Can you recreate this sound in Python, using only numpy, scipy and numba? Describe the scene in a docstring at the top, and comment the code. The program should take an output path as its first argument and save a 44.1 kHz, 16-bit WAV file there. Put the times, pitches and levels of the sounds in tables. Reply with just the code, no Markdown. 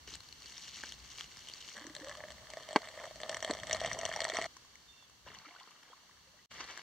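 """Campsite, heard close: drops and fizz of hot water (short noisy pings) spatter into a bowl of oats, with a
knock. The stream then slaps into a tall steel mug: pings and noise drive air column resonances that rise as it
fills, while rim resonances spray and kettle knocks (damped modes) ring out. After a hard cut, a quiet meadow:
thin bird whistles (gliding sines), then lapping grains and gurgling bubbles (rising sines). After a short gap,
steps crunch on gravel (clumped grains). Leaves, hum and breeze (shaped noise) lie under it all; under the mug
the pour swells the hiss and the low noise."""
import sys
import numpy as np
from scipy import signal
from scipy.fft import rfft, irfft, next_fast_len
from scipy.io import wavfile
from scipy.ndimage import uniform_filter1d, map_coordinates
from numba import njit

SR = 44100
rng = np.random.default_rng(int(sys.argv[2]) if len(sys.argv) > 2 else 0)


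def to_wav(sig):
    """Store sig (one row per channel, or 1-D mono) as 16-bit WAV at the path in sys.argv[1].

    Samples outside -1..1 are clipped; the rate is SR.
    """
    pcm = np.clip(np.atleast_2d(sig), -1, 1) * 32767
    pcm = np.round(pcm).astype(np.int16)
    wavfile.write(sys.argv[1], SR, pcm.T)  # frames by channels


N = 301016

# Levels are relative: sources pass later gains and filters. Colours are dB per Hz. background of each shot:
# start t/s, wide hiss level/dB at start, at end (leaves; in the mug shot the pour's hiss), low noise level/dB
# at start, at end (breeze; in the mug shot the slosh of the pour), microphone hiss level/dB
SHOT_BACKGROUND = [(0, -57.5, -56, -66, -78, -73), (1.75, -57, -53, -73, -60.5, -72),
                   (4.47, -58, -62, -74.5, -80, -77), (5.25, -60, -59, -63, -72, -76),
                   (5.43, -60, -62, -92, -80, -77.5), (6.49, -53, -55.5, -65, -84, -74.5)]
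# colour of the far leaves: f/Hz, level/dB
LEAF_COLOUR = [(100, -11.5), (150, -5.5), (300, -7.5), (600, -8.5), (1200, -7), (2200, -11.5), (4000, -6),
               (8000, -11)]
# left-right likeness of the leaves: f/Hz, correlation
LEAF_ALIKE = [(60, 0.21), (180, 0.76), (550, 0.18), (1650, 0.27), (4970, 0.049), (15000, 0.0)]
# colour of the distant hum: f/Hz, level/dB
HUM_COLOUR = [(25, -33), (45, -16), (63, -2), (85, -16), (130, -18), (300, -58)]
# swell of the distant hum: t/s, level/dB
HUM_LEVEL = [(0, -70), (.11, -61), (.25, -69), (.8, -69.5), (1.1, -63), (1.4, -68), (1.74, -79),
             (2.45, -65), (2.8, -80), (3.2, -65.5), (3.7, -67.5), (4.4, -71), (4.8, -76), (5.15, -77),
             (5.3, -72), (5.5, -92), (6.42, -79), (6.6, -64), (6.83, -86)]
# colour of the breeze buffeting the ports: f/Hz, level/dB
BREEZE_COLOUR = [(25, -25), (50, -9.5), (90, -1.8), (160, -4.5), (300, -13.5), (600, -44.5)]
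GUST_DB, GUSTS_PER_S = 4, 3.7
LOW_BALANCE_DB = [[1.2], [-1.2]]  # hum and breeze lean left

# bird whistles, two voices and a faint chip: t/s, length/s, start f/Hz, end f/Hz, start level/dB
WHISTLES = [(4.87, .21, 3605, 3320, -58.5), (4.922, .18, 2740, 2520, -70), (5.898, .05, 3250, 3330, -65)]
CHIRP_EDGE_S, CHIRP_END_DB = .02, -79  # every whistle heads for the same end level
CHIRP_BEND, CHIRP_FLUTTER_DB = 3.2, 4  # the pitch holds, then slides

# wavelets lapping the shore: crest t/s, level/dB
LAPS = [(5.266, -58), (5.279, -58), (5.303, -59), (5.344, -51), (5.367, -59), (5.456, -57), (5.48, -62),
        (5.525, -63), (5.563, -60), (5.6, -61), (5.63, -65), (5.675, -62), (5.72, -66), (5.83, -66),
        (5.93, -66)]
WAVE_RISE_S, WAVE_FALL_S = .003, .012
WASH_S, WASH_DB, WASH_FALL_S = 5.27, -59.5, .6  # one long wash under the wavelets
# colour of the lapping: f/Hz, level/dB
WATER_COLOUR = [(100, -4), (300, -13.5), (1100, -1.5), (2200, -2.5), (4300, 0.5), (9000, -28)]
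# weight shifts on the gravel: peak t/s, level/dB
WEIGHT_SHIFTS = [(6.61, -45), (6.705, -48), (6.795, -54)]
CRUNCH_RISE_S, CRUNCH_FALL_S = .022, .016
# steady grit under the shoes: t/s, level/dB
SHOE_GRIT = [(6.508, -54), (6.83, -58)]
# colour of the gravel: f/Hz, level/dB
STONE_COLOUR = [(100, -17), (400, -10), (1700, -2.5), (4300, -1), (9000, -19)]
# small ticks in the meadow and stones under the shoes: t/s, level/dB, f/Hz
SMALL_TICKS = [(4.567, -43.5, 1050), (4.649, -55, 1090), (4.755, -48, 2090), (5.025, -56, 1000),
               (5.097, -54, 1100), (5.342, -49, 1070), (5.348, -50, 2900), (5.387, -46.5, 4240),
               (5.479, -56, 2230), (5.6, -47, 3320), (5.708, -54, 1100), (5.832, -50, 2210),
               (6.514, -50, 1360), (6.541, -47, 1270), (6.607, -45, 4300), (6.642, -39, 4210),
               (6.71, -44, 1770), (6.775, -35, 1660)]

# large bubbles and gurgles: t/s, level/dB, f/Hz, t60/s
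BIG_BUBBLES = [(1.769, -47, 210, .11), (1.811, -48.5, 294, 0.14), (1.85, -40, 290, .048),
               (1.871, -37, 308, 0.042), (1.899, -43, 297, .093), (2.011, -43, 297, .14),
               (2.03, -44.5, 529, 0.38), (2.07, -40.5, 568, 0.18), (5.265, -42, 543, .023),
               (5.271, -50, 1000, .091), (5.3, -56, 417, .12), (5.366, -51, 1050, 0.052),
               (5.451, -48, 1310, .069), (5.467, -52, 297, 0.11), (5.505, -57, 700, .2),
               (5.61, -56, 1050, .2), (5.562, -44.5, 1450, .038), (5.9, -54, 480, .071),
               (5.912, -56, 700, .04), (5.922, -52, 860, .04), (5.932, -44, 1030, .034),
               (6.095, -50.5, 1100, .015), (6.27, -62.5, 520, .15), (6.34, -60, 592, .098),
               (6.39, -59, 1926, 0.066)]
BUBBLE_RISE = .09  # the pitch gains twice this share over one t60
# kettle and spoon knocks: t/s, level/dB, brightness/dB per octave
METAL_KNOCKS = [(0.8375, -46.5, 4), (2.754, -42, 1), (2.7603, -16.5, 1.8), (3.4965, -36, 1),
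                (3.5005, -29, -8), (4.3865, -36, 1.5)]
# modes of the kettle: f/Hz, level/dB, t60/s
KETTLE_MODES = [(224, -20, 0.08), (322, -3, 0.03), (430, -8, .06), (604, -10, 0.045), (860, -1, 0.028),
                (1016, -5, 0.03), (1560, -9.5, 0.03), (1920, -15, 0.03), (2230, -15, .03),
                (3244, -22, 0.033), (4400, -12, 0.011)]

# dense spatter of the stream on the oats: t/s, level/dB
OAT_FLOW = [(.065, -74), (.075, -50.5), (.16, -53.5), (.19, -64.5), (.38, -62), (.465, -52), (.53, -55),
            (.62, -51), (.92, -51.5), (.96, -60), (1.12, -54.5), (1.2, -47.5), (1.27, -59.5), (1.4, -54.5),
            (1.58, -55), (1.69, -51), (1.75, -54)]
# colour of that spatter: f/Hz, level/dB
OAT_COLOUR = [(200, -2.5), (650, -16), (1700, -11.5), (3000, -2.5), (6000, 1), (12000, -5)]
# single drops in the bowl: t/s, level/dB, f/Hz
OAT_DROPS = [(0.076, -44, 420), (0.077, -46, 1500), (0.088, -48, 400), (0.105, -42, 6000),
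             (0.478, -42, 3000), (0.523, -42, 4300), (0.68, -44, 1700), (0.138, -36, 4000),
             (0.149, -34, 4000), (0.154, -28.5, 7540), (0.205, -36.5, 4140), (0.235, -47, 4200),
             (0.288, -41, 4280), (0.326, -34.5, 4250), (0.421, -39.5, 4520), (0.459, -37.5, 4500),
             (0.58, -32.5, 5500), (0.836, -28, 1610), (0.891, -35, 5600), (0.922, -29.5, 3220),
             (1.157, -44, 2920), (1.184, -34.5, 3200), (1.192, -34, 5000), (1.209, -27, 3200),
             (1.242, -37, 2880), (1.371, -37, 5170), (1.472, -38.5, 2980), (1.486, -33.5, 3120),
             (1.498, -35, 3120), (1.516, -39, 3670), (1.537, -31.5, 4560), (1.611, -40, 3120),
             (1.625, -39, 3100), (1.647, -44, 3000), (1.688, -36, 3040)]

# stream into the mug between the slaps: t/s, level/dB
POUR_FLOW = [(1.75, -49.5), (1.93, -59), (2.1, -50), (2.3, -56.5), (2.38, -60.5), (2.55, -54),
             (2.85, -51.5), (2.93, -54), (3.04, -47), (3.13, -64.5), (3.33, -43), (3.41, -61), (3.5, -43.5),
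             (3.61, -54), (3.86, -41), (4.05, -47), (4.14, -43.5), (4.465, -44.5)]
# slaps of the broken stream: t/s, upper modes level/dB, lowest mode level/dB, spray level/dB
STREAM_SLAPS = [(1.7678, -26, -54.5, -41.5), (1.778, -30, -55, -48), (1.8042, -37, -57, -66),
                (1.8415, -31.5, -67, -47), (1.8671, -33, -63, -44), (1.897, -35, -62, -49),
                (1.9504, -30, -58, -36), (1.964, -29, -47, -36), (1.9998, -35.5, -62, -46),
                (2.0452, -34, -46, -42), (2.0946, -25, -46, -41.5), (2.084, -40, -50, -43),
                (2.113, -25, -56, -52), (2.1714, -40, -48, -45.5), (2.2042, -27.5, -41.5, -65),
                (2.2377, -24, -43.5, -62), (2.284, -32, -50, -50), (2.3043, -31, -46.5, -44.5),
                (2.32, -38, -55, -45), (2.382, -35, -60, -58), (2.5025, -37, -49, -40.5),
                (2.5353, -30, -40.5, -45.5), (2.5704, -26.5, -34.5, -46), (2.6251, -35, -58, -46),
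                (2.6881, -33, -39, -43), (2.7082, -31, -38, -46.5), (2.7294, -29, -35.5, -40),
                (2.7601, -24, -36, -32), (2.819, -33, -59, -44), (2.887, -31, -47, -43.5),
                (2.975, -35, -40, -54), (2.999, -31, -48, -46), (3.041, -26.5, -42, -67),
                (3.0748, -42, -41, -51), (3.1097, -35, -40.5, -52), (3.1576, -35, -43, -43.5),
                (3.202, -28, -41, -45), (3.215, -36, -43, -40), (3.233, -19, -34.5, -38.5),
                (3.2939, -32, -31, -28), (3.3147, -39, -43, -40), (3.345, -19.5, -55, -34),
                (3.3687, -18, -39, -36), (3.4042, -34, -47, -42), (3.426, -19, -33, -33.5),
                (3.4466, -17, -30, -30.5), (3.4767, -26, -33.5, -44), (3.5093, -18, -27.5, -32),
                (3.536, -25.5, -50, -38), (3.5497, -25, -37.5, -42), (3.5697, -29, -48, -47),
                (3.588, -27, -44, -46), (3.5996, -35, -67, -43), (3.6337, -18.5, -42.5, -40),
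                (3.6698, -30, -50, -36.5), (3.6958, -28, -32.5, -33.5), (3.7104, -13, -35, -32.5),
                (3.7195, -21, -42, -44), (3.7294, -33, -28.5, -21), (3.7468, -17, -30, -32.5),
                (3.7677, -25, -50, -37), (3.805, -30, -44, -36), (3.8144, -23.5, -27, -40),
                (3.838, -22, -38, -36), (3.8471, -14.5, -29, -36), (3.8603, -23, -34, -28.5),
                (3.8855, -33, -40, -55), (3.9146, -13.5, -37, -46), (3.9304, -23, -38, -30),
                (3.947, -26, -36, -44), (3.9887, -25, -32, -32.5), (4.0127, -22, -40, -38),
                (4.0321, -18, -30.5, -43), (4.0522, -25, -29.5, -27), (4.0615, -21, -33, -37),
                (4.091, -25, -32, -36), (4.1145, -19, -38, -48), (4.126, -22, -45, -41),
                (4.1379, -19, -47, -40), (4.1614, -20.5, -39, -31.5), (4.171, -25, -35, -43),
                (4.2042, -15.5, -47, -29), (4.2175, -24, -34, -31), (4.243, -32, -47, -29.5),
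                (4.2506, -11.5, -30.5, -32), (4.281, -30, -36, -43), (4.289, -33, -49, -37),
                (4.2985, -19, -30, -30), (4.3195, -20, -47, -53), (4.337, -26, -46, -36),
                (4.3464, -22, -35, -38), (4.355, -21, -46, -40), (4.369, -13, -49, -32.5),
                (4.3865, -18, -24.5, -35), (4.4143, -17, -39, -36), (4.422, -22, -42, -35.5),
                (4.4417, -19, -58, -33.5), (4.4567, -28, -33, -42.5)]
# the air column shortens and the pool heaves more: t/s, lowest mode f/Hz, heave level/dB
MUG_FILL = [(1.75, 580, -6.5), (2.05, 598, -4.5), (2.6, 629, 1.5), (3.3, 630, 3.5), (4.465, 661, -3)]
# modes of the air column: multiple of the lowest f, width/Hz, level/dB
COLUMN_MODES = [(1, 56, -3), (1.97, 200, -8.5), (2.9, 150, -2.5), (3.25, 200, -7)]
# high resonances of the mug: f/Hz, width/Hz, level/dB
RIM_MODES = [(3170, 450, -6), (3740, 250, -5), (4230, 400, -8), (5923, 350, -6), (7820, 1100, -5)]
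# colour of the grains in the mug: f/Hz, level/dB
POUR_COLOUR = [(150, -21.5), (500, 2.5), (9000, -5), (15000, -10.0)]
PUSH_DB, STRIKE_DB, SPRAY_DB = 34.5, 9.5, 21.5  # slap drive of lowest mode, upper modes and rim
STIR_DB, STIR_RISE_S, STIR_FALL_S = -36, 0.0039, 0.022  # each slap stirs up the patter

# difference between the ports for close sounds: f/Hz, level/dB
PORT_SIDE = [(100, -25), (700, -28), (1300, -18), (2400, -17), (4400, -7.5), (8000, -5.5), (15000, -10)]
# paths that reach one port more than the other: delay/ms, gain
SIDE_PATHS = [(0.018, 0.41), (.35, 0.34), (.68, 0.61), (1.3, .4)]
# close sounds carry little deep bass: f/Hz, level/dB
CLOSE_BALANCE = [(40, -45), (150, -11.5), (230, -1.1)]
# colour of the microphone in its housing: f/Hz, level/dB
MIC_COLOUR = [(800, -2.5), (1100, 0.5), (1400, -2.5), (1800, 1.5), (2950, 2.5), (3400, -1.5), (3900, -3),
              (4350, 3), (4700, 0), (5300, -3), (5900, 2.5), (6500, -1.5), (8000, -6), (9000, -13),
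              (11000, -15.5), (15700, -27)]
# notch filter centres: f/Hz
NOTCH_CENTRES = [2500, 4000, 5000, 6000, 7000, 8000, 9000, 10000, 11000]
# one notch for each centre: width/Hz, depth as level/dB
NOTCH_SHAPES = [(286, -34), (139, -3), (194, -12.5), (65, -5.5), (31, -10), (76, -25.5), (65, -6),
                (300, -5.5), (76, -8.5)]
# gap at the last cut, end values held outside it: t/s, level/dB
CUT_GAP = [(6.459, 2), (6.461, -26), (6.49, -38), (6.512, 0.5)]
TOP_HZ = 15780


def amp(db):
    """Linear gain of a dB value."""
    return np.exp(np.asarray(db) * np.log(10) / 20)


def unit(x):
    """x scaled to rms 1."""
    return x / np.sqrt(np.mean(x ** 2) + 1e-20)


def along(points, hz):
    """Value of (Hz, value) points read along a log frequency axis."""
    f, v = np.transpose(points)
    return np.interp(np.log(hz + 1), np.log(f + 1), v)


def curve(rows, axis=1):
    """One column of a time table at every sample."""
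    rows = np.asarray(rows)
    return np.interp(np.arange(N) / SR, rows[:, 0], rows[:, axis])


def level(rows, axis=1):
    """Gain of a dB column, silent outside the table."""
    t = np.arange(N) / SR
    return amp(curve(rows, axis)) * (t >= rows[0][0]) * (t <= rows[-1][0])


def shots(axis):
    """One column of the shot table, held through each shot."""
    rows = np.asarray(SHOT_BACKGROUND)
    return rows[np.searchsorted(rows[1:, 0], np.arange(N) / SR, "right"), axis]


def shot_glide(start_axis, end_axis):
    """Level in dB gliding from one column to another across each shot."""
    t = np.arange(N) / SR
    start = shots(axis=0)
    ends = np.append(np.asarray(SHOT_BACKGROUND)[1:, 0], N / SR)
    end = ends[np.searchsorted(ends[:-1], t, "right")]
    passed = (t - start) / (end - start)
    return shots(start_axis) + passed * (shots(end_axis) - shots(start_axis))


def swells(s, db, rise_s, fall_s):
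    """Gain that rises to each event and dies away after it; silent far from them."""
    t = np.arange(-round(4 * rise_s * SR), round(3 * fall_s * SR)) / SR
    marks = np.bincount(np.round((np.asarray(s) + t[0]) * SR).astype(int), amp(db), N)
    shape = np.exp(np.where(t < 0, t / rise_s, -t / fall_s))
    gain = signal.fftconvolve(marks, shape)[:N]
    return gain * (gain > 1e-7)  # clears numerical residue


def filtered(x, response):
    """x times a complex response of frequency."""
    m = next_fast_len(x.shape[-1] + SR // 2)
    return irfft(rfft(x, m) * response(np.fft.rfftfreq(m, 1 / SR)), m)[..., :x.shape[-1]]


def causal(points):
    """Minimum-phase response with the gain of (Hz, dB) points."""
    def response(hz):
        cepstrum = irfft(np.log(amp(along(points, hz)) + 1e-6))
        cepstrum[1:len(hz) - 1] *= 2
        cepstrum[len(hz):] = 0
        return np.exp(rfft(cepstrum))
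    return response


def resonances(f, centres, widths, gains):
    """Sum of band-pass resonances, each with its own signed gain at the centre."""
    return sum(g * 1j * f * w / (c * c - f * f + 1j * f * w) for c, w, g in zip(centres, widths, gains))


@njit
def resonate(x, hz, width, sr):
    """A two-pole resonance whose centre moves; peak gain about 1."""
    y, r = np.zeros(len(x)), np.exp(-np.pi * width / sr)
    for i in range(2, len(x)):
        drive = (1 - r) * (x[i] - x[i - 2])
        y[i] = drive + 2 * r * np.cos(2 * np.pi * hz[i] / sr) * y[i - 1] - r * r * y[i - 2]
    return y


def rush(spectrum, alike):
    """Stereo noise of rms 1; the split of mid and side sets the left-right likeness."""
    def mid_side(hz):
        turn = np.arccos(np.clip(along(alike, hz), -1, 1)) / 2
        return amp(along(spectrum, hz)) * [np.cos(turn), np.sin(turn)]
    mid, side = filtered(rng.standard_normal((2, N)), mid_side)
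    return unit(np.array([mid + side, mid - side]))


def pings(s, size, hz, t60, rise, noisy, count=1024):
    """Damped sines, rising if asked, mixed with a puff of noise, one per event."""
    t = np.arange(count) / SR
    s, size, hz, t60, rise = (np.reshape(v, (-1, 1)) for v in (s, size, hz, t60, rise))
    tone = np.sin(2 * np.pi * hz * t * (1 + rise * t / t60))
    body = (1 - noisy) * tone + noisy * rng.standard_normal((len(s), count))
    body = size * body * amp(-60 * t / t60) * (1 - np.exp(-3 * t * hz))
    body = body * np.cos(np.pi / 2 * np.arange(count) / count)  # long rings close softly
    at = np.round(s * SR).astype(int) + np.arange(count)
    return np.bincount(at.ravel(), body.ravel(), N + count)[:N]


def spatter(gain, colour, count, spread_db, centre_hz, cycles, noisy, clump_db):
    """Dense random grains, rare ones much larger, coming in clumps under the gain."""
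    draw, pitch = rng.random((count, 2)), rng.standard_normal(count)
    start, stop = np.flatnonzero(gain)[[0, -1]]
    span = (stop - start) / SR
    clumps = map_coordinates(rng.standard_normal(128), [draw[:, 0] * span * 40])  # 40 points a second
    hz = np.clip(centre_hz * np.exp(.8 * pitch), 150, 12000)
    size = amp(clump_db * clumps - spread_db * np.log(1 - draw[:, 1] * .99))
    x = pings(start / SR + draw[:, 0] * span, size, hz, cycles / hz, 0.18, noisy, count=288)
    x[start:stop] = unit(filtered(x[start:stop], causal(colour)))
    return gain * x


def clicks(rows, cycles, noisy, gain_db):
    """Single drops, ticks or stones: short noisy rings, each at its own pitch."""
    s, db, hz = np.transpose(rows)
    return pings(s, amp(db + gain_db), hz, 0.0056 + cycles / hz, 0.027, noisy)


def leaves():
    """Far leaves: wide hissing noise that drifts in level through each shot; in the mug shot the hiss of the
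    pour swells it."""
    return amp(shot_glide(1, 2)) * rush(LEAF_COLOUR, LEAF_ALIKE)


def hum():
    """Distant hum: narrow low noise that swells and sinks."""
    return level(HUM_LEVEL) * rush(HUM_COLOUR, [(60, 0.85)]) * amp(LOW_BALANCE_DB)


def breeze():
    """Light breeze: low noise on the ports, its level wandering in gusts; in the mug shot it swells with the
    slosh of the pour."""
    gusts = map_coordinates(rng.standard_normal(64), [np.arange(N) / SR * GUSTS_PER_S])
    gain = amp(shot_glide(3, 4) + GUST_DB * gusts)
    return gain * rush(BREEZE_COLOUR, [(60, 0.89)]) * amp(LOW_BALANCE_DB)


def bird():
    """Thin whistles from the right: gliding sines with a fluttering level."""
    song = np.zeros(N)
    for s, length, start_hz, end_hz, db in WHISTLES:
        u = np.linspace(0, 1, round(length * SR))
        hz = start_hz + (end_hz - start_hz) * u ** CHIRP_BEND
        flutter_db = CHIRP_FLUTTER_DB * map_coordinates(rng.standard_normal(16), [u * length * 60])
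        edges = np.clip(np.minimum(u, 1 - u) * length / CHIRP_EDGE_S, 0, 1)
        gain = amp(db + (CHIRP_END_DB - db) * u + flutter_db) * edges
        tone = np.sqrt(2) * np.sin(2 * np.pi * np.cumsum(hz) / SR)
        song[round(s * SR):][:len(u)] += gain * tone
    return song * amp([[-5], [3]])


def lapping():
    """Wavelets break into ringing grains over one long wash."""
    waves = swells(*np.transpose(LAPS), WAVE_RISE_S, WAVE_FALL_S)
    waves = waves + swells([WASH_S], [WASH_DB], WAVE_RISE_S, WASH_FALL_S)
    return spatter(waves, WATER_COLOUR, count=1600, spread_db=3.0, centre_hz=1527, cycles=30,
                   noisy=0.3, clump_db=1.5)


def gravel():
    """Shifting weight grinds the stones: short, noisy grains in crunches over steady grit."""
    steps = swells(*np.transpose(WEIGHT_SHIFTS), CRUNCH_RISE_S, CRUNCH_FALL_S) + level(SHOE_GRIT)
    return spatter(steps, STONE_COLOUR, count=800, spread_db=3.0, centre_hz=2430, cycles=1.9,
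                   noisy=0.41, clump_db=1.3)


def ticks():
    """Meadow ticks and single stones: short noisy rings."""
    return clicks(SMALL_TICKS, cycles=10, noisy=0.49, gain_db=8.0)


def gurgles():
    """Large bubbles ring low and rise a little."""
    s, db, hz, t60 = np.transpose(BIG_BUBBLES)
    return pings(s, amp(db), hz, t60, BUBBLE_RISE, 0.051, count=6000)


def kettle():
    """Dull knocks that rattle as they die; brighter ones wake the upper modes more."""
    out, t = np.zeros(N + SR), np.arange(SR // 8) / SR
    for s, db, bright_db in METAL_KNOCKS:
        ring = np.zeros(len(t))
        for hz, mode_db, t60 in KETTLE_MODES:
            mode_gain = amp(mode_db + bright_db * np.log2(hz / 500) - 60 * t / t60)
            ring += mode_gain * np.sin(2 * np.pi * hz * t)
        wobble = unit(uniform_filter1d(rng.standard_normal(len(t)), size=40))
        rattle = 1 + wobble * (1 - amp(-60 * t / 0.012))  # sets in after the blow
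        blow = (1 + 4.5 * amp(-60 * t / 0.0024)) * (1 - np.exp(-t / 0.00063))
        out[round(s * SR):][:len(t)] -= amp(db) * ring * rattle * blow
    return out[:N]


def bowl():
    """The stream breaks up on the oats: a fizz of fine grains and single drops."""
    fizz = spatter(level(OAT_FLOW), OAT_COLOUR, count=3000, spread_db=2.6, centre_hz=4000, cycles=10,
                   noisy=0.3, clump_db=1.9)
    return fizz + clicks(OAT_DROPS, cycles=8.0, noisy=0.43, gain_db=3.5)


def mug():
    """Slaps, a dense patter and the heaving pool excite the air column and the high resonances."""
    s, db, low_db, spray_db = np.transpose(STREAM_SLAPS)
    shot = np.arange(N) / SR < POUR_FLOW[-1][0]  # the cut ends the column's ringing
    flow = level(POUR_FLOW) + shot * swells(s, db + STIR_DB, STIR_RISE_S, STIR_FALL_S)
    patter = spatter(flow, POUR_COLOUR, count=3000, spread_db=5, centre_hz=2140, cycles=4,
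                     noisy=0.5, clump_db=1.5)
    churn = spatter(flow, POUR_COLOUR, count=1500, spread_db=3.2, centre_hz=580, cycles=2.5,
                    noisy=0.34, clump_db=1.5)
    churn = churn * level(MUG_FILL, axis=2)
    bubbles = spatter(flow, POUR_COLOUR, count=500, spread_db=3.5, centre_hz=1250, cycles=16,
                      noisy=.05, clump_db=1.5)

    shape = rng.standard_normal((len(s), 2))  # every slap has its own colour
    strike_hz = 1700 * np.exp(0.12 * shape[:, 0])
    spray_hz = 4600 * np.exp(.2 * shape[:, 1])
    push = pings(s, amp(low_db + PUSH_DB), 600, 0.0032, 0, .12, count=256)
    stir = amp(4.5) * level(POUR_FLOW) * rng.standard_normal(N)
    low = push + amp(7.5) * churn + stir
    strike = pings(s, amp(db + STRIKE_DB), strike_hz, 0.0026, 0, 0.2, count=256)
    upper = strike + amp(2.0) * patter
    spray = pings(s, amp(spray_db + SPRAY_DB), spray_hz, 0.0067, 0, 0.63, count=384)
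    spray = spray + amp(6) * patter
    spray[260:] += 0.2 * spray[:-260]  # spray falls back a moment later

    column = np.zeros(N)
    for drive, (multiple, width, mode_db) in zip([low, upper, upper, upper], COLUMN_MODES):
        column += amp(mode_db) * resonate(drive, multiple * curve(MUG_FILL), width, SR)
    slosh = amp(-1.5) * filtered(churn, lambda f: 1 / (1 + 1j * f / 190) ** 2)
    centres, widths, rim_db = np.transpose(RIM_MODES)
    signs = (-1) ** np.arange(len(centres))  # neighbouring rim modes alternate in sign

    def rim(f):
        direct = amp(-18.0) / (1 + 1j * f / 7000) ** 2
        return resonances(f, centres, widths, signs * amp(rim_db)) + direct
    return shot * (column + slosh) + filtered(spray, rim) + amp(-9.5) * bubbles


def ports(x, side_db, scatter_db):
    """The two ports hear the same sound plus and minus short side paths and a diffuse scatter."""
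    tail = rng.standard_normal(900) * amp(-60 * np.arange(900) / SR / .012)
    scatter = amp(scatter_db) * signal.fftconvolve(x, tail / np.linalg.norm(tail))[:N]
    paths = lambda hz: sum(g * np.exp(-2j * np.pi * hz * ms / 1000) for ms, g in SIDE_PATHS)
    side = filtered(x, paths) + scatter
    side = amp(side_db) * filtered(side, causal(PORT_SIDE))
    return filtered(np.array([x + side, x - side]), causal(CLOSE_BALANCE))


def scene():
    """Open air and bird, then the ground and shore, then the close water and metal."""
    background = leaves() + hum() + breeze() + bird()
    ground = ports(lapping() + gravel() + ticks(), side_db=3.5, scatter_db=1.9)
    close = ports(gurgles() + kettle() + bowl() + mug(), side_db=-1.5, scatter_db=-1.5)
    return background + ground + close


def record(dry):
    """Microphone colour and hiss, notch filters, the gap at the cut and the band limit."""
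    wet = filtered(dry, causal(MIC_COLOUR))
    wet = wet + amp(shots(axis=5)) * rng.standard_normal(dry.shape)

    def notches(f):
        response = 1
        for centre, (width, depth_db) in zip(NOTCH_CENTRES, NOTCH_SHAPES):
            response = response * (1 - resonances(f, [centre], [width], [1 - amp(depth_db)]))
        return response
    gapped = filtered(wet, notches) * amp(curve(CUT_GAP))
    return filtered(gapped, lambda hz: hz < TOP_HZ)


dry = scene()
out = record(dry)
to_wav(out)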